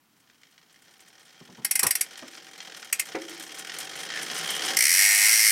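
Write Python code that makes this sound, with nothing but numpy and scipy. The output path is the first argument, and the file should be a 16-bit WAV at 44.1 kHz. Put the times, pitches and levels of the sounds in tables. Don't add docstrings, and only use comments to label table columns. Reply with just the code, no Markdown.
import sys
import numpy as np
from scipy import signal
from scipy.fft import rfft, irfft
from scipy.io import wavfile

SR = 44100
rng = np.random.default_rng(int(sys.argv[2]) if len(sys.argv) > 2 else 0)


def write(x):
    x = np.atleast_2d(x).T
    wavfile.write(sys.argv[1], SR, np.round(np.clip(x, -1, 1) * 32767).astype(np.int16))


N = 242991
TIME = np.arange(N) / SR

# (frequency [Hz], relative level [dB])
ROOM_COLOUR = [(25, -18), (65, -19), (120, -3), (280, 1), (500, -14.5), (1000, -7), (3000, -13.5),
               (8000, -18.5), (15000, -17.5)]
# (frequency [Hz], relative level [dB])
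BRUSH_COLOUR = [(25, -16), (70, -9), (120, 0.5), (350, -1), (700, 1.5), (1100, 9), (1500, -5), (3000, -7.5),
                (9000, -40)]
# (time [s], level [dB], pitch [Hz], T60 [s])
KNOCKS = [(1.409, -44, 186, 0.059), (1.486, -49, 185, 0.19), (1.578, -45, 179.6, 0.2),
          (2.222, -39.5, 275.5, .1), (3.146, -26, 384.5, 0.11)]
# (time [s], rate [links/s])
CHAIN_SPEED = [(0, 16), (.1, 28), (.55, 28), (1.2, 40), (2.45, 45.5), (2.85, 39), (3.0, 30), (3.3, 31),
               (4.7, 72)]
# (time [s], level at the usual speed [dB])
NEARNESS = [(0, -74), (.25, -63), (.85, -57.5), (1.6, -54), (2.1, -47), (2.5, -49.5), (2.7, -43.5),
            (2.9, -48), (3.08, -41), (4.0, -40), (4.7, -35.5)]
# (time [s], relative level [dB])
SNAPS = [(0.2974, -42.5), (0.4326, -40), (0.5784, -39.5), (0.7425, -44), (2.155, -31.5), (2.1914, -28.5),
         (2.2804, -30), (2.3507, -30), (2.603, -24), (2.7467, -27), (2.827, -26), (3.3657, -33.5),
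         (3.6952, -20.5), (4.1011, -18.5), (4.137, -21.5), (4.1714, -20.5), (4.364, -17.5)]
# (frequency [Hz], width [Hz], lift [dB])
CHAIN_MODES = [(1710, 30, -4), (1830, 77, 5), (2350, 20, 1), (2914, 40, 8), (3197, 144, 12), (4250, 64, 4),
               (5300, 330, 5.5), (5970, 150, 5), (6900, 51, -2), (9500, 126, 7)]
# (frequency [Hz], relative level [dB])
CHAIN_COLOUR = [(200, -21), (700, -14.5), (1100, -7), (1450, 1.5), (2200, 1), (2600, -3), (3200, -5.5),
                (3800, -3.5), (5500, -4), (7500, -3), (9400, -3.5), (10400, -11), (14000, -9.5),
                (15500, -27)]
# (frequency [Hz], width [Hz], lift [dB])
FRAME_MODES = [(161, 18, 7.6), (315, 11, 1.5), (450, 100, 3.7), (774, 65, 10.3)]
# (frequency [Hz], relative level [dB])
FRAME_COLOUR = [(30, -32), (75, -40), (140, -2.5), (330, 5), (600, 2.5), (850, -1), (1300, -1), (3000, -22)]
# (time of middle [s], half length [s], frequency [Hz], width [Hz], lift [dB])
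SINGING = [(2.6, 0.55, 6040, 496, 0), (4.175, 0.063, 1700, 270, 8.5), (4.194, .75, 9706, 250, 7.5),
           (4.547, 0.093, 3070, 268, 9.5)]
# (time [s], relative level [dB])
PAWLS = [(1.6468, -21), (1.7096, -20), (1.754, -19.5), (1.792, -18.5), (1.8300, -18.5), (1.866, -19.5),
         (1.907, -19), (1.952, -22), (2.0093, -20.5), (2.926, -21.5), (2.9946, -21.5)]
# (time [s], rate [clicks/s])
HUB_SPEED = [(4.75, 48), (4.8, 56), (4.9, 85.5), (5.0, 100.7), (5.08, 103), (5.2, 101.6), (5.36, 111.3),
             (5.44, 109.5), (5.51, 102.5)]
# (frequency [Hz], width [Hz], lift [dB])
HUB_MODES = [(740, 140, 6.5), (1620, 40, 1.5), (1864, 45, 10), (2088, 70, 8), (2236, 45, 7), (2424, 35, 5),
             (2542, 30, 4.5), (2920, 40, 4), (3130, 60, 4), (4262, 90, 5), (4780, 70, 3), (5178, 80, 3.5),
             (5492, 60, 4), (5602, 40, 6), (5785, 80, 8), (6280, 70, 4), (6770, 90, 4), (7920, 140, 4),
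             (8372, 50, 4), (8687, 50, 3), (9305, 70, 8.5), (9705, 70, 4), (11140, 100, 4), (12500, 80, 3),
             (13100, 120, 3)]
# (frequency [Hz], relative level [dB])
HUB_BESIDE = [(100, -52), (700, -22.5), (1250, -16.5), (1900, -4.5), (2900, -8.5), (3600, -15), (4300, -10),
              (5500, -6), (6500, -11.5), (8000, -2), (9300, -1), (12000, -1), (14000, -8), (15800, -19)]
HUB_BEHIND = [(100, -29), (600, -26), (1400, -12.5), (2100, -3.5), (3000, -5), (3600, -18), (4400, -8.5),
              (6000, -7), (7100, -4.5), (7800, 0.5), (11000, -7), (12700, -1), (14000, -14), (15500, -18)]
HUB_OPEN = [(80, -47.5), (300, -26.5), (750, -23.5), (1150, -18.5), (1600, -8.5), (2050, 0), (2700, -7),
            (3650, -13.5), (4350, -6), (5600, -1), (6700, -7), (8200, -2), (10100, -4), (13200, -6.5),
            (15700, -19)]

BRUSH_S, BRUSH_DB = 1.822, -30.5
BRUSH_ATTACK_S, BRUSH_HOLD_S, BRUSH_T60_S = 0.011, 0.038, .1
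THUMP_DB = -6
FRAME_RING_HZ, FRAME_RING_T60_S = 327, 1
USUAL_LINKS_PER_S = 40
LOUDER_DB, BRIGHTER_DB = 6.5, 0.5
CHAIN_STOP_S, CHAIN_FADE_DB_PER_S = 4.735, 117
TREBLE_HZ, GLINT_DB, RUMBLE_DB = 6640, -9, -10.5
LINK_SPREAD_DB, INNER_OUTER_DB = 2, 1
ROLLERS_PER_S, ROLLER_DB, ROLLER_SPREAD_DB = 340, 0.5, 5.5
NEXT_LINK_DB = -8.5
COAST_S = 4.75
RATCHET_TEETH, STRONGEST_TOOTH = 24, 22
DROP_DB, DROP_SWELL_DB, DROP_SPREAD_DB = -16, 0.6, 0.94
SHELL_HZ, SHELL_DB, SHELL_SWELL_DB = 2100, 0.5, 0.5
CUTOFF_HZ = 16000


def from_db(db):
    return 10 ** (np.asarray(db) / 20)


def rms_one(x):
    return x / np.sqrt(np.mean(x ** 2) + 1e-20)


def in_time(rows):
    s, *columns = np.transpose(rows)
    return [np.interp(TIME, s, c) for c in columns]


def convolve(x, response):
    return signal.oaconvolve(x, response)[:len(x)]


def band(x, hz, width_hz):
    return signal.lfilter(*signal.iirpeak(hz, hz / width_hz, fs=SR), x)


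def crossover(x, side):
    return signal.sosfilt(signal.butter(5, TREBLE_HZ, side, fs=SR, output="sos"), x)


def resonate(x, colour, modes=(), size=8192):
    hz = np.maximum(np.arange(size // 2 + 1) * SR / size, 1)
    colour_hz, colour_db = np.transpose(colour)
    broad = from_db(np.interp(np.log(hz), np.log(colour_hz), colour_db))
    lift = sum((from_db(db) ** 2 - 1) / (1 + (2 * (hz - f) / width) ** 2) for f, width, db in modes)
    gain = broad * np.sqrt(np.maximum(1 + lift, .5))
    cepstrum = irfft(np.log(rms_one(gain)))
    minimum_phase = np.r_[cepstrum[0], 2 * cepstrum[1:size // 2]]
    return convolve(x, irfft(np.exp(rfft(minimum_phase, size))))


def impulses(times, sizes):
    out = np.zeros(N)
    samples = np.round(np.asarray(times) * SR).astype(int)
    np.add.at(out, np.clip(samples, 0, N - 1), sizes)
    return out


def tooth_times(per_s):
    return TIME[1:][np.diff(np.floor(np.cumsum(per_s) / SR)) > 0]


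def shudder(hits, rise_s, t60, alike, turns_per_s=0.7037, size=4096):
    age = TIME[:size]
    shape = (1 - np.exp(-(age / rise_s) ** 2)) * from_db(-60 * age / t60)
    shape = shape / shape.max()
    paths = rng.standard_normal((2, size)) * shape
    for _ in range(4):
        paths = irfft(np.exp(1j * np.angle(rfft(paths)))) * shape ** .25
    paths = rms_one(paths) * np.sqrt(np.mean(shape ** 2))
    angle = 2 * np.pi * turns_per_s * TIME
    same = convolve(hits * np.cos(angle), paths[0]) + convolve(hits * np.sin(angle), paths[1])
    fresh = rng.standard_normal(N) * np.sqrt(np.abs(convolve(hits ** 2, shape ** 2)))
    alike = np.clip(alike, 0, 1)
    return np.sqrt(alike) * same + np.sqrt(1 - alike) * fresh


def room(x, wet_db, t60):
    age = TIME[:SR]
    tail = rng.standard_normal(SR) * from_db(-60 * age / t60) * (age > .005)
    tail = signal.sosfilt(signal.butter(1, 7000, fs=SR, output="sos"), tail)
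    return x + from_db(wet_db) * convolve(x, tail / np.linalg.norm(tail))


def quiet_room():
    return from_db(-66) * resonate(rng.standard_normal(N), ROOM_COLOUR)


def brush():
    age = TIME - BRUSH_S
    landing = np.clip(age / BRUSH_ATTACK_S, 0, 1)
    lifting_age = np.maximum(age - BRUSH_ATTACK_S - BRUSH_HOLD_S, 0)
    envelope = landing * from_db(-60 * lifting_age / BRUSH_T60_S)
    return from_db(BRUSH_DB) * envelope * resonate(rng.standard_normal(N), BRUSH_COLOUR)


def knock(s, level_db, hz, t60):
    age = TIME[:SR // 2]
    shape = (1 - np.exp(-age / .003)) * from_db(-60 * age / t60)
    shape = shape / shape.max()
    blow = np.sign(rng.standard_normal(len(age))) * shape
    colour = [(hz / 5, -30), (hz * .5, -15), (hz * 0.89, 0), (hz * 1.42, -1), (hz * 1.42, -15),
              (hz * 1.94, -7), (hz * 2.95, -15), (hz * 5.5, -14), (hz * 12, -38), (hz * 30, -65)]
    thump = from_db(THUMP_DB) * np.sin(2 * np.pi * hz * age) * shape
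    sound = from_db(level_db) * (resonate(blow, colour) + thump)
    return np.r_[np.zeros(round(s * SR)), sound, np.zeros(N)][:N]


def handling():
    knocks = sum(knock(*row) for row in KNOCKS)
    frame = band(knocks, FRAME_RING_HZ, 37)
    lingering = room(frame, wet_db=-1.0, t60=FRAME_RING_T60_S) - frame
    return room(knocks, wet_db=-13.5, t60=0.19) + lingering + brush()


def link_hits():
    per_s, = in_time(CHAIN_SPEED)
    seats = tooth_times(per_s)
    to_snap = np.abs(seats[:, None] - np.array(SNAPS)[:, 0]).min(axis=1)
    seats = seats[to_snap > .008]
    chance = np.clip(rng.standard_normal((len(seats), 2)), -2, 1)
    inner_outer = (-1) ** np.arange(len(seats))
    sizes = from_db(LINK_SPREAD_DB * chance[:, 0] + INNER_OUTER_DB * inner_outer)
    sizes = sizes / np.sqrt(np.interp(seats, TIME, per_s))
    links = impulses(seats + .0005 * chance[:, 1], sizes)
    roller_sizes = from_db(ROLLER_SPREAD_DB * np.clip(rng.standard_normal(N), -2, 2))
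    rollers = (rng.random(N) < ROLLERS_PER_S / SR) * roller_sizes
    return rms_one(links) + from_db(ROLLER_DB) * rms_one(rollers)


def snap_hits():
    s, level_db = np.transpose(SNAPS)
    next_s = s + 1 / np.interp(s, *np.transpose(CHAIN_SPEED))
    return impulses(s, from_db(level_db)) + impulses(next_s, from_db(level_db + NEXT_LINK_DB))


def chain():
    per_s, = in_time(CHAIN_SPEED)
    near_db, = in_time(NEARNESS)
    doublings = np.log2(per_s / USUAL_LINKS_PER_S)
    glint_db = GLINT_DB + BRIGHTER_DB * doublings
    fade_db = CHAIN_FADE_DB_PER_S * np.maximum(TIME - CHAIN_STOP_S, 0)
    running = from_db(near_db + LOUDER_DB * doublings - fade_db)

    hits = link_hits()
    snaps = shudder(from_db(-7) * snap_hits(), rise_s=0.00065, t60=0.033, alike=0.014)
    ticks = running * rms_one(shudder(hits, rise_s=0.0026, t60=0.042, alike=0.036)) + snaps
    ticks = crossover(resonate(ticks, CHAIN_COLOUR, CHAIN_MODES), "low")

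    sharpness = from_db(8.3 * np.clip(rng.standard_normal(N), -2, 2))
    glints = shudder(hits * sharpness, rise_s=0.0011, t60=0.059, alike=0.057)
    glints = rms_one(crossover(resonate(glints, CHAIN_COLOUR, CHAIN_MODES), "high"))

    rumble = rms_one(shudder(hits, rise_s=0.0029, t60=0.2, alike=0.016))
    rumble = resonate(rumble, FRAME_COLOUR, FRAME_MODES)
    rattle = ticks + running * (from_db(glint_db) * glints + from_db(RUMBLE_DB) * rumble)

    for middle_s, half_s, hz, width_hz, lift_db in SINGING:
        swell = np.exp(-((TIME - middle_s) / half_s) ** 2)
        rattle = rattle + (from_db(lift_db * swell) - 1) * band(rattle, hz, width_hz)
    return room(rattle, wet_db=-13.5, t60=0.23)


def single_clicks():
    s, level_db = np.transpose(PAWLS)
    drops = shudder(impulses(s - .001, from_db(level_db + 4.0)), rise_s=0.0043, t60=0.029, alike=0.21)
    behind = TIME > 2.5
    clicks_beside = resonate(drops * ~behind, HUB_BESIDE, HUB_MODES)
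    clicks_behind = resonate(drops * behind, HUB_BEHIND, HUB_MODES)
    return room(clicks_beside + clicks_behind, wet_db=-11.0, t60=0.097)


def buzz():
    per_s, = in_time(HUB_SPEED)
    coasting_per_s = per_s * (TIME > COAST_S)
    teeth = np.cumsum(coasting_per_s) / SR
    swell = np.cos(2 * np.pi * (teeth - STRONGEST_TOOTH) / RATCHET_TEETH)
    drops = tooth_times(coasting_per_s)
    rate = np.interp(drops, TIME, per_s)
    chance = rng.standard_normal((len(drops), 2))
    swell_db = DROP_SWELL_DB * np.interp(drops, TIME, swell)
    sizes = from_db(DROP_DB + swell_db + DROP_SPREAD_DB * chance[:, 0])
    hits = impulses(drops - .15 / rate + .00003 * chance[:, 1], sizes)
    ringing = resonate(shudder(hits, rise_s=0.002, t60=0.048, alike=0.69), HUB_OPEN, HUB_MODES)
    shell_db = SHELL_DB + SHELL_SWELL_DB * swell
    ringing = ringing + (from_db(shell_db) - 1) * band(ringing, SHELL_HZ, 840)
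    bounce = shudder(impulses(drops + 0.00273, sizes), rise_s=0.0012, t60=0.013, alike=1.0)
    bounce = resonate(bounce, HUB_OPEN, HUB_MODES)
    bounce = band(band(bounce, SHELL_HZ, 1100), SHELL_HZ, 1100)
    return room(ringing + from_db(-2.5) * bounce, wet_db=-12.0, t60=0.14)


def scene():
    return (quiet_room() + handling() + chain() + single_clicks() + buzz())[None]


def record(dry):
    rounded = np.tanh(dry)
    return signal.sosfilt(signal.ellip(12, .2, 80, CUTOFF_HZ, fs=SR, output="sos"), rounded)


dry = scene()
out = record(dry)
write(out)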